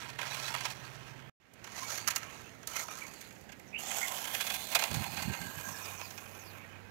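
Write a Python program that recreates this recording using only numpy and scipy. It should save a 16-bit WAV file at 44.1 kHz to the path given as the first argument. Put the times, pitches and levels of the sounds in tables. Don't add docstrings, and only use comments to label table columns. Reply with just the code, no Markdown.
import sys
import numpy as np
from scipy import signal
from scipy.fft import rfft, irfft, next_fast_len
from scipy.io import wavfile
from scipy.ndimage import map_coordinates

SR = 44100
rng = np.random.default_rng(int(sys.argv[2]) if len(sys.argv) > 2 else 0)


def file_out(sig):
    cols = np.atleast_2d(sig).T
    lim = np.clip(cols, -1, 1)
    pcm = np.round(lim * 32767).astype(np.int16)
    wavfile.write(sys.argv[1], SR, pcm)


N = 304290
TIME = np.arange(N) / SR
BAND_TOP_HZ = 16000


def from_db(db):
    return 10 ** (np.asarray(db) / 20)


def rms_one(x):
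    return x / np.sqrt(np.mean(x ** 2) + 1e-20)


def in_time(rows):
    time_s, *columns = np.transpose(rows)
    return [np.interp(TIME, time_s, column) for column in columns]


def drift(corner_hz):
    pole = np.exp(-2 * np.pi * corner_hz * 40 / SR)
    noise = rng.standard_normal(N // 40 + 4002)
    slow = signal.lfilter([1], [1, -2 * pole, pole * pole], noise)[4000:]
    return np.interp(np.arange(N) / 40, np.arange(len(slow)), rms_one(slow))


def band(x, low_hz, high_hz, order=2):
    return signal.sosfilt(signal.butter(order, [low_hz, high_hz], "band", fs=SR, output="sos"), x)


def resonance(x, hz, width_hz):
    pole = np.exp(-np.pi * max(width_hz, hz / 20) / SR)
    feedback = [1, -2 * pole * np.cos(2 * np.pi * hz / SR), pole * pole]
    return signal.lfilter(np.array([1, 0, -1]) * (1 - pole * pole) / 2, feedback, x)


def coloured(spectrum):
    hz, level_db = np.transpose(spectrum)
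    size = next_fast_len(N)
    bin_hz = np.arange(size // 2 + 1) * SR / size
    shape = from_db(np.interp(np.log(bin_hz + 1), np.log(hz), level_db))
    return rms_one(irfft(rfft(rng.standard_normal(size)) * shape, size)[:N])


def grains(per_s, spread_db):
    sizes = from_db(spread_db * np.minimum(rng.exponential(1, N), 4)) * rng.choice([-1, 1], N)
    return rms_one(sizes * (rng.random(N) < per_s / SR))


def glides(table, blur_hz, flutter_db, rough, grain_hz=90):
    out = np.zeros(N)
    chance = np.array([drift(218), drift(42), drift(grain_hz), drift(grain_hz)])
    skips = rng.integers(0, N, len(table))
    for (start_s, length_s, start_hz, end_hz, level_db), skip in zip(table, skips):
        on = np.arange(round(start_s * SR), min(round((start_s + length_s) * SR), N))
        waver, flutter, grain, grain_across = chance[:, (on + skip) % N]
        along = (TIME[on] - start_s) / length_s
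        pitch_hz = start_hz + (end_hz - start_hz) * along + blur_hz * waver
        phase = 2 * np.pi * np.cumsum(pitch_hz) / SR
        level = from_db(level_db + flutter_db * flutter) * np.sqrt(np.abs(np.sin(np.pi * along)))
        in_phase = (1 - rough + rough * grain) * np.sin(phase)
        out[on] += level * (in_phase + rough * grain_across * np.cos(phase))
    return out


# pitch_hz [Hz], level_db [relative dB per Hz]
HISS_SPECTRUM = [(25, -26), (50, -14), (110, 0), (250, -3), (500, -10), (1000, -14), (4500, -23),
                 (5600, -29), (6800, -30), (7000, -37), (11400, -39), (11800, -31), (16000, -35)]
HISS_RMS_DB = -67.1


def blocked_port_hiss():
    return from_db(HISS_RMS_DB) * coloured(HISS_SPECTRUM)


# pitch_hz [Hz], level_db [relative dB per Hz]
OUTDOOR_SPECTRUM = [(26, -60), (45, -6), (139, -0.5), (212, -2), (355, -5), (432, -6.5), (925, -10),
                    (1020, -15), (1100, -16.5), (1980, -11), (3850, -24.5), (6610, -28), (8660, -35.5),
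                    (12200, -33), (16000, -34)]
OUTDOOR_DB = -57


def outdoors():
    return from_db(OUTDOOR_DB + 0.4 * drift(1.0)) * coloured(OUTDOOR_SPECTRUM)


# start_s [s], end_s [s], pitch_hz [Hz], level_db [dB rms before port gain], waver_db [dB]
ENGINE_HUMS = [(0, 1.367, 134.9, -58.5, -1), (0, 1.317, 117.4, -62.5, 4.5),
               (1.444, 2.736, 115.8, -64.5, 13), (1.43, 2.5, 93, -77, 11), (3.193, 4.9, 201.5, -69, -3.5),
               (4.29, 5.0, 94, -70, 0), (5.485, 6.942, 98.1, -61.5, 1.5)]


def far_engines():
    out = np.zeros(N)
    for start_s, end_s, pitch_hz, level_db, waver_db in ENGINE_HUMS:
        inside_s = np.minimum(TIME - start_s, end_s - TIME)
        fade = np.clip((inside_s + .05) / .15, 0, 1)
        turns = np.cumsum(pitch_hz * (1 + 0.0078 * drift(3.2))) / SR
        level = from_db(level_db + np.clip(waver_db, -2, 2) * drift(3.9))
        out += fade * level * np.sqrt(2) * np.sin(2 * np.pi * turns)
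    return out


# start_s [s], level_db [dB before port gain], length_s [s]
GUST_PUFFS = [(4.911, -42.5, 0.11), (5.072, -53, 0.19), (5.269, -39, 0.053), (5.403, -49, 0.093),
              (5.57, -52, 0.037), (5.677, -52, 0.045), (4.926, -59.5, 0.5)]
# low_hz [Hz], high_hz [Hz]
GUST_BAND_HZ = (81, 214)
PUFF_EDGE_S = 0.024


def gust():
    puffs = np.zeros(N)
    for start_s, level_db, length_s in GUST_PUFFS:
        inside_s = np.minimum(TIME - start_s, start_s + length_s - TIME)
        puffs += from_db(level_db) * np.clip(inside_s / PUFF_EDGE_S + 1, 0, 1) ** 2
    return puffs * rms_one(band(grains(per_s=980, spread_db=4.5), *GUST_BAND_HZ))


# start_s [s], length_s [s], start_hz [Hz], end_hz [Hz], level_db [dB before port gain]
BIRD_CHIRPS = [(3.145, .15, 4570, 3970, -63), (3.66, .06, 6100, 5900, -66), (5.63, .16, 6800, 5100, -53),
               (5.82, .05, 6500, 4500, -54), (5.96, .04, 6600, 5600, -55), (6.01, .08, 5600, 4100, -55),
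               (6.39, .05, 6600, 5500, -60), (6.44, .08, 5400, 3900, -58)]


def birds():
    return glides(BIRD_CHIRPS, blur_hz=150, flutter_db=3.0, rough=1, grain_hz=520)


def yard(x):
    dull = signal.lfilter([.4], [1, -.6], x)
    out = np.zeros(N)
    for lag in (rng.uniform(.003, .045, 10) * SR).astype(int):
        out[lag:] += rng.choice([-1, 1]) * np.exp(-lag / SR / 0.021) * dull[:-lag]
    return out


# time_s [s], extra_ms [ms of extra path], level_db [dB re direct sound]
GROUND_BOUNCE = [(0, 0.52, -30), (1.3, 0.28, -39), (1.5, 0.45, -20.5), (3.7, 0.43, -10), (4.1, 0.43, -47),
                 (4.9, 0.227, -18), (5.5, 0.21, -34.5), (6.9, 0.17, -4)]


def over_ground(x):
    extra_ms, bounce_db = in_time(GROUND_BOUNCE)
    late = map_coordinates(x, [np.arange(N) - extra_ms * SR / 1000], order=3)
    return (x + from_db(bounce_db) * late) / np.sqrt(1 + from_db(2 * bounce_db))


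# start_s [s], length_s [s], start_hz [Hz], end_hz [Hz], level_db [dB before port gain]
TREBLE_SHEEN = [(3.8, .3, 6500, 6700, -49), (3.82, .35, 7500, 7500, -50), (4.95, .4, 13500, 13600, -60),
                (5.3, .65, 11900, 13200, -57), (5.5, .5, 10000, 10800, -67), (5.95, .3, 14900, 15400, -64),
                (5.9, 0.45, 11900, 12800, -65), (6.3, .35, 12000, 12600, -65),
                (6.2, 0.4, 14200, 15000, -68), (5.2, .5, 11600, 12000, -62), (5.5, .45, 13300, 13900, -65),
                (6.0, .6, 10300, 11000, -69)]


def sheen():
    return glides(TREBLE_SHEEN, blur_hz=250, flutter_db=2.0, rough=1, grain_hz=550)


# start_s [s], length_s [s], start_hz [Hz], end_hz [Hz], level_db [dB before port gain]
GEAR_WHINE = [(.2, .2, 1300, 1400, -54), (.4, .16, 1300, 1480, -50), (.37, .1, 2510, 2620, -52),
              (.5, .15, 2550, 2700, -54), (.44, .12, 900, 940, -52), (1.73, .08, 1950, 2050, -55),
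              (1.79, .1, 2150, 2330, -53), (1.81, .05, 1050, 1150, -49), (1.86, .13, 1250, 1600, -52),
              (2.44, .063, 2640, 2680, -57), (2.72, .093, 2970, 3320, -52), (2.74, .093, 2085, 2170, -48),
              (2.74, .065, 4090, 4250, -48), (2.88, .08, 2380, 2320, -51), (3.84, .23, 698, 806, -49),
              (3.85, .15, 1950, 2050, -53), (4.15, .54, 3020, 3630, -50), (4.6, .99, 4240, 4380, -56),
              (4.9, .58, 796, 827, -52), (5.1, .6, 2700, 3080, -57), (5.1, .4, 2050, 2150, -57),
              (5.25, .6, 1570, 1680, -51), (5.4, .6, 950, 1080, -57), (5.72, .36, 2430, 2477, -54),
              (5.98, .08, 950, 1000, -51)]


def gear_whine():
    return glides(GEAR_WHINE, blur_hz=45, flutter_db=3.0, rough=.6, grain_hz=60)


# start_s [s], length_s [s], start_hz [Hz], end_hz [Hz], level_db [dB before port gain]
CAR_SQUEAKS = [(.30, 0.028, 3840, 3900, -41.5), (0.422, 0.052, 4050, 3880, -44.5),
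               (3.012, 0.02, 2243, 2330, -39), (3.03, 0.038, 2050, 2100, -48),
               (3.725, 0.058, 2330, 2300, -46), (3.728, 0.094, 2450, 2977, -43.5),
               (3.74, 0.062, 2750, 2860, -46), (3.82, 0.092, 3400, 3600, -50),
               (4.012, 0.051, 2180, 1940, -32.5), (6.55, 0.11, 2350, 2190, -53.5)]


def squeaks():
    return glides(CAR_SQUEAKS, blur_hz=90, flutter_db=2.5, rough=.4)


# [dB, gearbox and grit re shell]
DRIVE_CURVE = [(0.0, -48, -9.5), (0.18, -62.5, -5), (0.19, -45.5, -8), (0.37, -51, -0.5),
               (0.478, -56.5, 6.5), (0.56, -50, -3.5), (0.72, -53, -2.5), (0.735, -56, -5),
               (1.1, -59.5, -10), (1.3, -63, -18.5), (1.41, -61.5, -13), (1.635, -63, -12),
               (1.645, -57.5, -9), (1.805, -57, 2.5), (1.937, -52, 5.5), (2.03, -58, -1),
               (2.199, -51.5, -10), (2.341, -57.5, -6), (2.665, -68.5, -7.5), (2.675, -51.5, -2.5),
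               (2.84, -52.5, 2.5), (2.855, -59, -3), (2.919, -53.5, -3.5), (3.275, -67.5, 0),
               (3.5, -91, 12.5), (3.775, -87, 7), (3.79, -49.5, -5.5), (3.85, -52.5, -2.5),
               (3.97, -44.5, -3.5), (4.03, -49.5, -1), (4.31, -53, 1.5), (4.8, -53, 2.5), (4.92, -49.5, -4),
               (5.43, -57, -0.5), (5.89, -53.5, -4), (6.15, -60.5, -3.5), (6.56, -56.5, -15.5),
               (6.9, -56.5, -27.5)]
# time_s [s], chassis_db [dB re neighbour part], grit_db [dB re neighbour part]
SIDES_SHOWN = [(0.499, -1.5, -5), (1.9, -3, -5), (2.9, -4, -1), (4.0, 3, 2), (4.6, -0.5, 1.5),
               (5.3, -1.5, 0), (6.0, 0.5, 2)]
PART_BRIGHT_SHARE = [0.55, 0.15, 1.0, 1]


def drive_levels():
    level_db, bright_db = in_time(DRIVE_CURVE)
    chassis_db, grit_db = in_time(SIDES_SHOWN)
    side_db = [chassis_db, 0 * TIME, 0 * TIME, grit_db]
    return level_db + np.outer(PART_BRIGHT_SHARE, bright_db) + side_db


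# low_hz [Hz], high_hz [Hz]
PART_BANDS_HZ = [(480, 1200), (1200, 3300), (3300, 7000), (7000, 17000)]
CHATTER_LOW_HZ, CHATTER_HIGH_HZ = 850, 7000
CHATTER_S, CHATTER_SLIDE, CHATTER_DB = .09, .1, -5


def chatter(count):
    when, length, pitch, slide, size = rng.random((count, 5)).T
    start_s = when * TIME[-1]
    start_hz = CHATTER_LOW_HZ * (CHATTER_HIGH_HZ / CHATTER_LOW_HZ) ** pitch
    end_hz = start_hz * (1 + CHATTER_SLIDE * (slide - .35))
    part = 1 + (start_hz > PART_BANDS_HZ[2][0])
    level_db = drive_levels()[part, (start_s * SR).astype(int)] + CHATTER_DB + 6 * (size - .5)
    table = np.transpose([start_s, CHATTER_S * (.4 + length), start_hz, end_hz, level_db])
    return glides(table, blur_hz=30, flutter_db=2.0, rough=.5, grain_hz=50)


# time_s [s, onset 2.5 ms earlier], level_db [dB before part share], bright_db [dB],
# length_ms [ms before part ring factor]
CAR_KNOCKS = [(0.087, -38, -2.5, 3), (0.103, -40, 6, 2.6), (0.189, -35.5, -8, 3.8), (0.242, -44, 5, 3.5),
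              (0.311, -33.5, -4, 2.8), (0.48, -28.5, -1, 3.8), (0.541, -24.5, -5, 2.7), (0.549, -28, -4, 3),
              (0.608, -26, 2, 3.5), (0.645, -38, -5, 4.6), (0.653, -25, -4, 4.8), (0.701, -31.5, -0.5, 4.5),
              (1.537, -33.5, 14, 3.3), (1.643, -33, -1, 3.2), (1.776, -34, -4, 5.3),
              (1.831, -34.5, -4, 3.2), (1.976, -25, 2.5, 3.9), (2.071, -34, -3.5, 2.9),
              (2.077, -11, 4.5, 1.83), (2.083, -13, 4, 2.8), (2.103, -20, 3, 5.9), (2.155, -27, 9, 1.8),
              (2.161, -11.5, 4, 3.1), (2.178, -27, 11, 4.2), (2.631, -43, -5.5, 2.6),
              (2.674, -18, 7.5, 2.7), (2.716, -34, -1.5, 2.1), (2.759, -28, 1, 7.1), (2.795, -24, 0, 3.7),
              (2.884, -33.5, -6.5, 2), (3.02, -36, 0, 1.3), (3.067, -34, 3, 2.7), (3.135, -35, 3, 5.1),
              (3.212, -30.5, 7, 3.5), (3.309, -39, 0, 2.5), (3.362, -52, -8, 2.6), (3.411, -41, 6, 2.6),
              (3.492, -46.5, -8.5, 3.5), (3.519, -40, -1, 6.1), (3.598, -34, 0.5, 1.6),
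              (3.913, -46, -8, 2.3), (4.343, -26.5, -2, 5.2), (4.402, -27.5, -3, 3.2), (4.408, -18, 2, 4.7),
              (4.466, -22, 1.5, 6.6), (4.502, -20, -0.5, 3.9), (4.539, -20, 4.5, 6.5),
              (4.723, -27, -2, 6.5), (4.749, -10, -0.5, 6), (4.789, -20, 0, 6.2), (4.821, -22.5, -3, 4),
              (4.839, -14, 1, 2.2), (4.913, -25, -1, 2.9), (4.941, -21, 1, 5.5), (5.064, -35.5, -4.5, 3.2),
              (5.166, -28, -2, 6.7), (5.192, -30.5, -2, 5.9), (5.222, -23, 0.5, 5.5),
              (5.334, -34, -5.5, 6.1), (5.415, -29.5, 1, 3.2), (6.014, -33.5, -6, 2.8),
              (6.106, -33.5, -1, 4.2), (6.175, -36, -2.5, 5.4), (6.259, -44.5, -6, 3.8),
              (6.348, -45.5, -6, 6.9)]
KNOCK_PART_DB = [-27.5, -20.5, -19.5, -22.5]
KNOCK_PART_BRIGHT = [-2.2, -1.43, -0.52, -0.084]
PART_RING = [1.5, 1.56, 1.1, 1.1]
# mid tick level re drive, before spread [dB]
TICK_PART_DB = [-3, 1, 2, 2]
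TICK_SPREAD_DB, TICK_MS = 2.5, 2.6
SWELL = 1.9
AFTER_SHARE = np.array([[0.22], [0.17], [0.089], [0.1]])
AFTER_LENGTHS = 4.0


def knock_shapes(drive_db, tick_count):
    shapes = np.zeros((len(PART_BANDS_HZ), N))
    age_ms = np.arange(int(.09 * SR)) * 1000 / SR
    hits = []
    for time_s, level_db, bright_db, length_ms in CAR_KNOCKS:
        parts_db = level_db + np.array(KNOCK_PART_DB) + bright_db * np.array(KNOCK_PART_BRIGHT)
        hits.append((time_s, parts_db, length_ms))
    for when, size, *colour in rng.random((tick_count, 6)):
        time_s = .01 + when * (TIME[-1] - .01)
        spread_db = TICK_SPREAD_DB * (2 * size + np.array(colour) - 1.5)
        parts_db = drive_db[:, int(time_s * SR)] + np.array(TICK_PART_DB) + spread_db
        hits.append((time_s, parts_db, TICK_MS))
    for time_s, parts_db, length_ms in hits:
        age = age_ms / (length_ms * np.array(PART_RING)[:, None])
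        flurry = (age * np.exp(1 - age)) ** SWELL
        after = AFTER_SHARE * np.minimum(age, 1) * np.exp(-age / AFTER_LENGTHS)
        at = round((time_s - .0025) * SR)
        shapes[:, at:at + len(age_ms)] += (from_db(parts_db)[:, None] * (flurry + after))[:, :N - at]
    return shapes


# pitch_hz [Hz], width_hz [Hz, at least pitch_hz / 20], then
# side_1_db .. side_7_db [dB on the part's band noise], one per row of SIDES_SHOWN
BODY_MODES = [(708, 346, 5, -7, -2, 58, 20, 12, -36), (944, 54, 10, 1.5, -1, -31, -3, 21, -41),
              (1274, 190, 4.5, 2.5, 18, -46, -35, -32, -47), (1690, 390, 10.5, 5.5, -3, 10, 16, 29, 8),
              (2127, 125, 6.5, 4, -4, 11, 22.5, 29, -6), (2426, 200, 9, -5, -3, 13, 19, 33.5, 15),
              (2850, 1300, -1.5, -7, -25, 22, -7, -7, -13), (3470, 200, 10, -18, 3, 7, 2.5, -1, -3),
              (4100, 72, 10.5, -20, -38, -44, 5, 5, -35), (4496, 310, 13.5, 4, 2, -5, -10, 7.5, -3),
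              (5440, 880, 10, 3, 1, 7, -23, -11, 6), (6000, 170, -3, 10.5, 11, -2, -11, -6, 10),
              (6520, 340, -5, 8, 10, 11.5, -7, 10.5, 12), (7700, 880, -1, -4.5, 6, 9.5, -48, 3, -2),
              (10470, 540, -3, -3.5, 4, 3, -22, -38, -22), (12130, 840, -19, 0, 4, 7, -3, -12, -7),
              (13230, 1100, -27, -18, -37, -1, -18, -5, -6)]
ROCK_DB, ROCK_HZ = 2.4, 11.1
GEAR_THROB_HZ, THROB_DEPTH = 41.6, 0.035
BROAD_DB = -1


def crawler():
    turns = np.cumsum(GEAR_THROB_HZ * (1 + 0.013 * drift(0.54))) / SR
    throb = 1 + THROB_DEPTH * np.cos(2 * np.pi * turns)
    lumps = from_db(1.2 * drift(25) + 2.0 * drift(150))
    contacts = grains(per_s=4500, spread_db=2.6) * throb * lumps
    flurry = grains(per_s=9000, spread_db=2.5)
    out, broad = np.zeros(N), from_db(BROAD_DB)
    side_times_s = np.array(SIDES_SHOWN)[:, 0]
    parts_db = drive_levels()
    shapes = knock_shapes(parts_db, tick_count=60)
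    for (low_hz, high_hz), drive_db, knocks in zip(PART_BANDS_HZ, parts_db, shapes):
        strikes = contacts * from_db(drive_db) + flurry * knocks + 1e-18
        rattle = band(strikes, low_hz, high_hz, order=3)
        part = broad * rattle
        power = broad ** 2 * (min(high_hz, BAND_TOP_HZ) - low_hz)
        for pitch_hz, width_hz, *sides_db in BODY_MODES:
            if low_hz <= pitch_hz < high_hz:
                gain = from_db(np.interp(TIME, side_times_s, sides_db))
                rock = from_db(ROCK_DB * drift(ROCK_HZ))
                part += gain * rock * resonance(rattle, pitch_hz, width_hz)
                power = power + gain * (gain + broad) * np.pi / 2 * width_hz
        out += part * np.sqrt(SR / 2 / power)
    return out


OPEN_PORT_DB, YARD_DB = 6.02, -12.0


def scene():
    background = outdoors() + far_engines() + gust()
    car_tones = sheen() + gear_whine() + squeaks() + chatter(count=260)
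    near = birds() + car_tones + over_ground(crawler())
    right = from_db(OPEN_PORT_DB) * (near + from_db(YARD_DB) * yard(near) + background)
    return np.array([blocked_port_hiss(), right])


CUT_S, CUT_DROP_DB, CUT_TAIL_DB_PER_S = 1.298, -24, -1000
SILENT_START_S, SILENT_END_S = 1.321, 1.4
FADE_FROM_DB, FADE_END_S = -16, 1.63


def record(dry):
    first_db = np.where(TIME < CUT_S, 0, CUT_DROP_DB + CUT_TAIL_DB_PER_S * (TIME - CUT_S))
    second_db = np.interp(TIME, [SILENT_END_S, FADE_END_S], [FADE_FROM_DB, 0])
    second = from_db(second_db) * (TIME > SILENT_END_S)
    joint = np.where(TIME < SILENT_START_S, from_db(first_db), second)
    top_cut = signal.cheby2(16, 60, BAND_TOP_HZ + 250, fs=SR, output="sos")
    return signal.sosfilt(top_cut, dry) * joint


dry = scene()
out = record(dry)
file_out(out)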